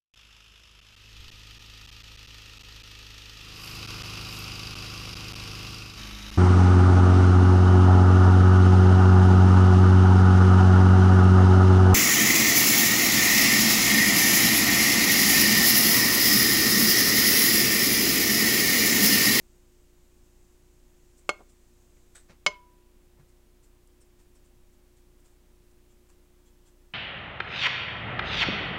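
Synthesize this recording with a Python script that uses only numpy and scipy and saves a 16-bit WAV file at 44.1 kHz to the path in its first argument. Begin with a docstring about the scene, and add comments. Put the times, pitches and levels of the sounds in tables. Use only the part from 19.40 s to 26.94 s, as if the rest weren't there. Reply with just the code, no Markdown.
"""A refrigerator hums in a small quiet kitchen, with a low throb and a thin sizzle. After a faint rustle,
a utensil knocks on a glass baking dish at 1.9 s: the glass clinks, the table thuds, the food settles.
Soft bumps and a light scrape follow, and the sizzle dies away. At 3.1 s comes a second knock, and the
freed metal sings on one soft note. One more bump, then faint rustles of handling run to the end,
with a dry tick, two wet squeaks and, last, three tiny tinks."""
import sys
import numpy as np
from scipy import signal
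from scipy.fft import rfft, irfft, next_fast_len
from scipy.io import wavfile
from scipy.ndimage import uniform_filter1d

SR = 44100
rng = np.random.default_rng(int(sys.argv[2]) if len(sys.argv) > 2 else 0)


def put_to_file(sound):
    """Save the sound as 16-bit audio at rate SR, in the file named by the first command-line argument."""
    columns = np.atleast_2d(sound).T  # one column per channel
    safe = np.clip(columns, -1, 1)
    whole_steps = np.round(safe * 32767)
    wavfile.write(sys.argv[1], SR, whole_steps.astype(np.int16))


N = 332381
TIME = np.arange(N) / SR


def gain_of(db):
    """Turns decibels (dB) into a number to multiply a sound by."""
    return 10 ** (np.asarray(db) / 20)


def evened(x):
    """Scales a signal so that its average size (rms) is 1."""
    return x / np.sqrt(np.mean(x ** 2) + 1e-20)


def value_at(points, hz):
    """Reads between the rows of a (frequency, value) table, spacing octaves evenly."""
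    row_hz, value = np.transpose(points)
    return np.interp(np.log(hz + 1), np.log(row_hz), value)


def add(mix, start_s, sound):
    """Mixes a sound in at its start time."""
    part = mix[round(start_s * SR):][:len(sound)]
    part += sound[:len(part)]


def dying(t, fade_s):
    """A dying curve. A fade time is how long a sound takes to drop by 60 dB."""
    return np.exp(-np.log(1000) * t / fade_s)


def noise(colour, size):
    """Noise of average size 1. Its colour says how strong each frequency is next to the others."""
    length = next_fast_len(size)
    hz = np.fft.rfftfreq(length, 1 / SR)
    spectrum = rfft(rng.standard_normal(length)) * gain_of(value_at(colour, hz))
    return evened(irfft(spectrum, length)[:size])


def drift(per_s):
    """A slow random curve that heads for a new value per_s times a second."""
    knots = np.arange(0, TIME[-1] + 1, 1 / per_s)
    return evened(np.interp(TIME, knots, rng.standard_normal(len(knots))))


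def tremble(size, smooth_samples):
    """A fast random curve of average size 1."""
    return evened(uniform_filter1d(rng.standard_normal(size), size=smooth_samples))


def rubs(rows, colour, grain_db=1.5):
    """Short strokes of friction: noise that swells and fades, made grainy by sticking and slipping."""
    out, t = np.zeros(N), TIME[:SR // 2]
    for start_s, db, swell_s, fade_s, brightness in rows:
        slips = evened(gain_of(grain_db * tremble(len(t), 60)))
        stroke = np.minimum(t / swell_s, 1) * dying(np.maximum(t - swell_s, 0), fade_s)
        tilted = [(hz, level + brightness * np.log2(hz)) for hz, level in colour]
        add(out, start_s, gain_of(db) * stroke * slips * noise(tilted, len(t)))
    return out


# The refrigerator's tones. Each row: frequency in Hz, level in dB.
FRIDGE_TONES = [(237.2, -78.5), (296.5, -79.2), (355.9, -68.2), (415.2, -90), (474.5, -89), (533.9, -90),
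                (599, -86)]

def refrigerator(waver_db=.7, waver_radians=.12):
    """A hum of a few pure tones, each wavering slightly in level and pitch."""
    out = np.zeros(N)
    for hz, db in FRIDGE_TONES:
        peak = gain_of(db + waver_db * drift(3)) * np.sqrt(2)
        phase = 2 * np.pi * (hz * TIME + rng.random()) + waver_radians * drift(2)
        out += peak * np.sin(phase)
    return out


# The throb's tones. Each row: multiple of the throb's rate, level in dB.
THROB_TONES = [(1, -61.3), (2, -66.5), (3, -76.5), (4, -76)]

def throb(rate_hz=29.97):
    """Low tones that peak together, making a fast pulse."""
    return sum(gain_of(db) * np.sqrt(2) * np.cos(2 * np.pi * multiple * rate_hz * TIME)
               for multiple, db in THROB_TONES)


# The colour of the room's air and hiss. Each row: frequency in Hz, strength in dB.
AIR_COLOUR = [(2, 0), (8, 18), (16, 10), (45, 5), (100, -3.5), (170, -1.5), (280, -3.8), (450, -9.5),
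              (700, -13.5), (930, -13.6), (1300, -17.2), (2600, -18.7), (4500, -22), (7700, -20.8),
              (10000, -23.5), (16000, -24.3)]

def room_air(db=-62.2):
    """A steady, soft rush of air with a faint hiss on top."""
    return gain_of(db) * noise(AIR_COLOUR, N)


# The sizzle's colour. Each row: frequency in Hz, strength in dB.
SIZZLE_COLOUR = [(1500, -16), (3000, -15), (5300, -8), (6700, 0), (8200, -1.5), (9300, -13), (12000, -28)]

def sizzle(db=-75.5, flutter_db=.8, hold_s=2.85, fade_s=.37):
    """Thin, high noise that flutters a little, holds, then dies away."""
    level = gain_of(db + flutter_db * drift(12)) * dying(np.maximum(TIME - hold_s, 0), fade_s)
    return level * noise(SIZZLE_COLOUR, N)


# The clearest rustles. Each row: start in seconds, level in dB before the trim,
# brightness in dB per octave (above 0 is brighter, below 0 is duller).
CLEAR_RUSTLES = [(1.765, -62, 2), (2.08, -64, 3), (3.875, -68, 2), (4.222, -64.5, 2), (4.597, -66, 3),
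                 (4.78, -65.5, -1.5), (4.942, -69, 0), (5.035, -68.5, 1), (5.555, -67.5, 0),
                 (5.84, -62.5, -1), (6.68, -64, -2), (7.252, -64.5, -1.5)]
# One dry tick: start in seconds, level in dB before the trim, swell and fade times in seconds,
# brightness in dB per octave.
DRY_TICK = (4.473, -58.5, .001, .02, 6)
# The colour of both. Each row: frequency in Hz, strength in dB.
RUSTLE_COLOUR = [(300, -25), (1000, -7), (3000, -10), (5000, -10), (6500, -5), (7500, 0), (9000, -4),
                 (10500, -15), (16000, -28)]

def rustles(swell_s=.02, fade_s=.17, busy_from_s=5.2, busy_to_s=6.5, faint_count=4, trim_db=-1.5):
    """Light handling: clear rustles, a tick, and fainter rustles at random while it is busiest."""
    slot_s = (busy_to_s - busy_from_s) / faint_count
    starts = busy_from_s + slot_s * (np.arange(faint_count) + rng.random(faint_count))
    faint = [(start_s, rng.uniform(-73, -71), 1) for start_s in starts]  # laid out like CLEAR_RUSTLES
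    strokes = [(start_s, db, swell_s, fade_s, brightness)
               for start_s, db, brightness in CLEAR_RUSTLES + faint]
    return gain_of(trim_db) * rubs(strokes + [DRY_TICK], RUSTLE_COLOUR, grain_db=2.2)


# The tones the dish rings with. Each row: frequency in Hz, fade time in seconds,
# strength in dB when hit at the first place, and at the second place.
GLASS_TONES = [(411.0, 0.138, -46.0, -43.0), (598, 0.08, -28, -26), (766.0, 0.033, -25.0, -22.0),
               (853, 0.042, -28, -34), (1015.0, 0.104, -41.0, -27.0), (1206.0, 0.021, -13.0, -15.0),
               (1405.0, 0.044, -22.0, -19.0), (1530, 0.02, -25, -24), (1898.0, 0.009, -18.0, -14.0),
               (2176, 0.082, -25, -23), (2194.0, 0.05, -27.0, -19.0), (2322.0, 0.029, -31.0, -36.0),
               (2578.0, 0.009, -15.0, -11.0), (2955, 0.042, -39, -16), (3040, 0.07, -38, -40),
               (3169.0, 0.054, -57.0, -24.0), (3281.0, 0.057, -35.0, -39.0), (3824.0, 0.032, -38.0, -26.0),
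               (4020.0, 0.019, -35.0, -18.0), (4283, 0.062, -35, -35), (4748, 0.028, -37, -22),
               (5044.0, 0.037, -34.0, -49.0), (5140, 0.042, -53, -25), (5714.0, 0.036, -41.0, -29.0),
               (6300, 0.052, -37, -33), (7045, 0.036, -36, -24), (7490, 0.004, -22, -34),
               (8744.0, 0.047, -47.0, -48.0), (9303.0, 0.02, -43.0, -36.0), (9915.0, 0.031, -42.0, -55.0)]

def glass_ring(t, place, build_s, linger_db=-23, linger_stretch=3, bass_cut_hz=220):
    """Struck glass rings. Each tone dies quickly at first, but a weak part of it lingers."""
    ring = np.zeros(len(t))
    for hz, fade_s, *db_at_place in GLASS_TONES:
        fade = dying(t, fade_s) + gain_of(linger_db) * dying(t, fade_s * linger_stretch)
        ring += gain_of(db_at_place[place]) * np.sin(2 * np.pi * hz * t) * fade
    ring *= 1 - np.exp(-t / build_s)
    bass_cut = signal.butter(1, bass_cut_hz, "high", fs=SR)  # the ring carries little bass
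    return signal.lfilter(*bass_cut, ring)


# The two knocks. Each row: start in seconds, ring build-up in seconds, bounce delay in seconds,
# bounce size as a share of the ring, crack level in dB, thud level in dB.
KNOCKS = [(1.8921, .00013, 0, 0, -24, -39), (3.0634, .0004, .0046, .6, -22, -35.5)]
# The crack, a blur of many fast-dying tones. Each row: frequency in Hz, strength in dB.
CRACK_COLOUR = [(80, -12), (350, -1), (800, 1), (1400, 1), (2800, -5), (4000, -9), (7300, -8), (9500, -15),
                (11500, -28), (16000, -35)]
# The thud of the wooden table under the dish. Each row: frequency in Hz, strength in dB.
THUD_COLOUR = [(50, -22), (130, -3), (190, -1), (250, -8), (320, 0), (470, 1), (560, -6), (780, -3),
               (1100, -14), (3000, -40)]

def knocks(crack_fade_s=.028, thud_fade_s=.11, contact_s=.0002):
    """Each knock rings the glass, cracks where it lands and thuds into the table. 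The second bounces."""
    out, t = np.zeros(N), TIME[:SR // 2]
    onset = 1 - np.exp(-t / contact_s)
    for place, (start_s, build_s, bounce_s, bounce_share, crack_db, thud_db) in enumerate(KNOCKS):
        ring = glass_ring(t, place, build_s)
        crack = gain_of(crack_db) * noise(CRACK_COLOUR, len(t)) * dying(t, crack_fade_s)
        thud = gain_of(thud_db) * noise(THUD_COLOUR, len(t)) * dying(t, thud_fade_s)
        add(out, start_s, ring + (crack + thud) * onset)
        add(out, start_s + bounce_s, bounce_share * ring)
    return out


# The food's movements. Each row: start in seconds, level in dB, swell and fade times in seconds,
# brightness in dB per octave.
FOOD_SHIFTS = [(1.985, -59, .012, .1, 2), (2.002, -50, .006, .09, -2)]
# Their colour. Each row: frequency in Hz, strength in dB.
FOOD_COLOUR = [(80, -8), (300, -3), (650, 0), (1300, -8), (2000, -22), (4500, -27), (16000, -55)]

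def food_settling():
    """Food settles in the dish with two dull rubs just after the first knock."""
    return rubs(FOOD_SHIFTS, FOOD_COLOUR)


# The bumps. Each row: start in seconds, level in dB, swell and fade times in seconds,
# brightness in dB per octave.
BUMPS = [(2.565, -64, .004, .1, 0), (2.882, -52.5, .022, .17, 0), (3.768, -54.5, .03, .2, -3)]
# Their colour. Each row: frequency in Hz, strength in dB.
BUMP_COLOUR = [(60, -16), (110, -6), (150, 0), (220, -16), (650, -16), (1100, -20), (2200, -21),
               (3500, -30), (6000, -28), (9000, -40), (16000, -55)]

def bumps():
    """Handling makes soft, low bumps of noise."""
    return rubs(BUMPS, BUMP_COLOUR)


# The scrape. Its one row: start in seconds, level in dB, swell and fade times in seconds,
# brightness in dB per octave.
SCRAPE = [(2.747, -49.3, .011, .19, .4)]
# Its colour. Each row: frequency in Hz, strength in dB.
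SCRAPE_COLOUR = [(200, -16), (700, -9), (1100, -10), (1500, -1), (2100, -6), (2700, -14), (3800, -8),
                 (5000, -15), (6500, -10), (7400, -9), (8100, 1), (9000, -8), (10000, -17), (15000, -28)]

def scrape():
    """One light, bright stroke of friction between the knocks."""
    return rubs(SCRAPE, SCRAPE_COLOUR)


# The utensil's note: start in seconds, pitch in Hz, level in dB, fade time in seconds.
UTENSIL_NOTE = (3.122, 985, -48.5, .72)

def utensil_ring(swell_s=.004):
    """Once free of the dish, the metal vibrates with one pure, slowly dying tone."""
    start_s, hz, db, fade_s = UTENSIL_NOTE
    t = np.maximum(TIME - start_s, 0)
    swell = 1 - np.exp(-t / swell_s)
    return gain_of(db) * swell * dying(t, fade_s) * np.sin(2 * np.pi * hz * t)


# The squeaks. Each row: start in seconds, level in dB.
SQUEAKS = [(4.595, -67.5), (4.938, -71)]
# Their tones. Each row: multiple of the base pitch (which is itself silent), strength in dB.
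SQUEAK_TONES = [(2, -4), (3, 0)]

def squeaks(length_s=.05, from_hz=3050, to_hz=2480, jitter=.045):
    """Wet surfaces slide and give short, unsteady whistles that fall in pitch."""
    out, size = np.zeros(N), round(length_s * SR)
    for start_s, db in SQUEAKS:
        base_hz = np.linspace(from_hz, to_hz, size) * (1 + jitter * tremble(size, 40))
        phase = 2 * np.pi * np.cumsum(base_hz) / SR
        whistle = sum(gain_of(tone_db) * np.sin(multiple * phase) for multiple, tone_db in SQUEAK_TONES)
        add(out, start_s, gain_of(db) * np.hanning(size) * evened(whistle))
    return out


# The tinks. Each row: start in seconds, level in dB.
TINKS = [(6.482, -74), (7.04, -71), (7.245, -73.5)]
# The bands every tink rings in. Each row: frequency in Hz, width in Hz, dB added to the tink's level.
TINK_BANDS = [(3330, 60, -6), (6400, 150, -5), (7370, 250, 0)]

def tinks(length_s=.068):
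    """Small contacts ring faintly: noise in a few narrow bands swells and fades."""
    out, size = np.zeros(N), round(length_s * SR)
    for start_s, db in TINKS:
        for hz, width_hz, band_db in TINK_BANDS:
            band = signal.iirpeak(hz, hz / width_hz, SR)
            ring = signal.lfilter(*band, rng.standard_normal(size))
            add(out, start_s, gain_of(db + band_db) * evened(ring) * np.hanning(size))
    return out


# How long the kitchen echoes. Each row: frequency in Hz, fade time in seconds.
ECHO_FADES = [(150, .35), (600, .28), (2200, .27), (5000, .22), (9000, .15), (16000, .1)]

def kitchen_echo(sound, first_s=.005, build_s=.012, density=.1):
    """Sound bounces around the room as scattered echoes, with the highs dying first."""
    size = SR // 2
    echoes = rng.choice([-1., 1.], size) * (rng.random(size) < density)
    echoes *= np.clip((TIME[:size] - first_s) / build_s, 0, 1)
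    hz, t, bands = signal.stft(echoes, SR, nperseg=256)
    bands *= dying(t, value_at(ECHO_FADES, hz)[:, None])
    _, tail = signal.istft(bands, SR)
    return signal.fftconvolve(sound, tail / np.linalg.norm(tail))[:N]


def scene(echo_db=-26):
    """Mixes the background, the close sounds with their echo, the utensil's note and the tinks."""
    background = refrigerator() + throb() + room_air() + sizzle()
    close = rustles() + knocks() + food_settling() + bumps() + scrape() + squeaks()
    echo = gain_of(echo_db) * kitchen_echo(close)
    return (background + close + echo + utensil_ring() + tinks())[None]  # one channel


def record(dry):
    """Cuts away the very highest treble."""
    cutoff_hz = 15900
    low_pass = signal.firwin(511, cutoff_hz, window=("kaiser", 9), fs=SR)
    return signal.oaconvolve(dry, low_pass[None], "same")


dry = scene()
out = record(dry)
put_to_file(out)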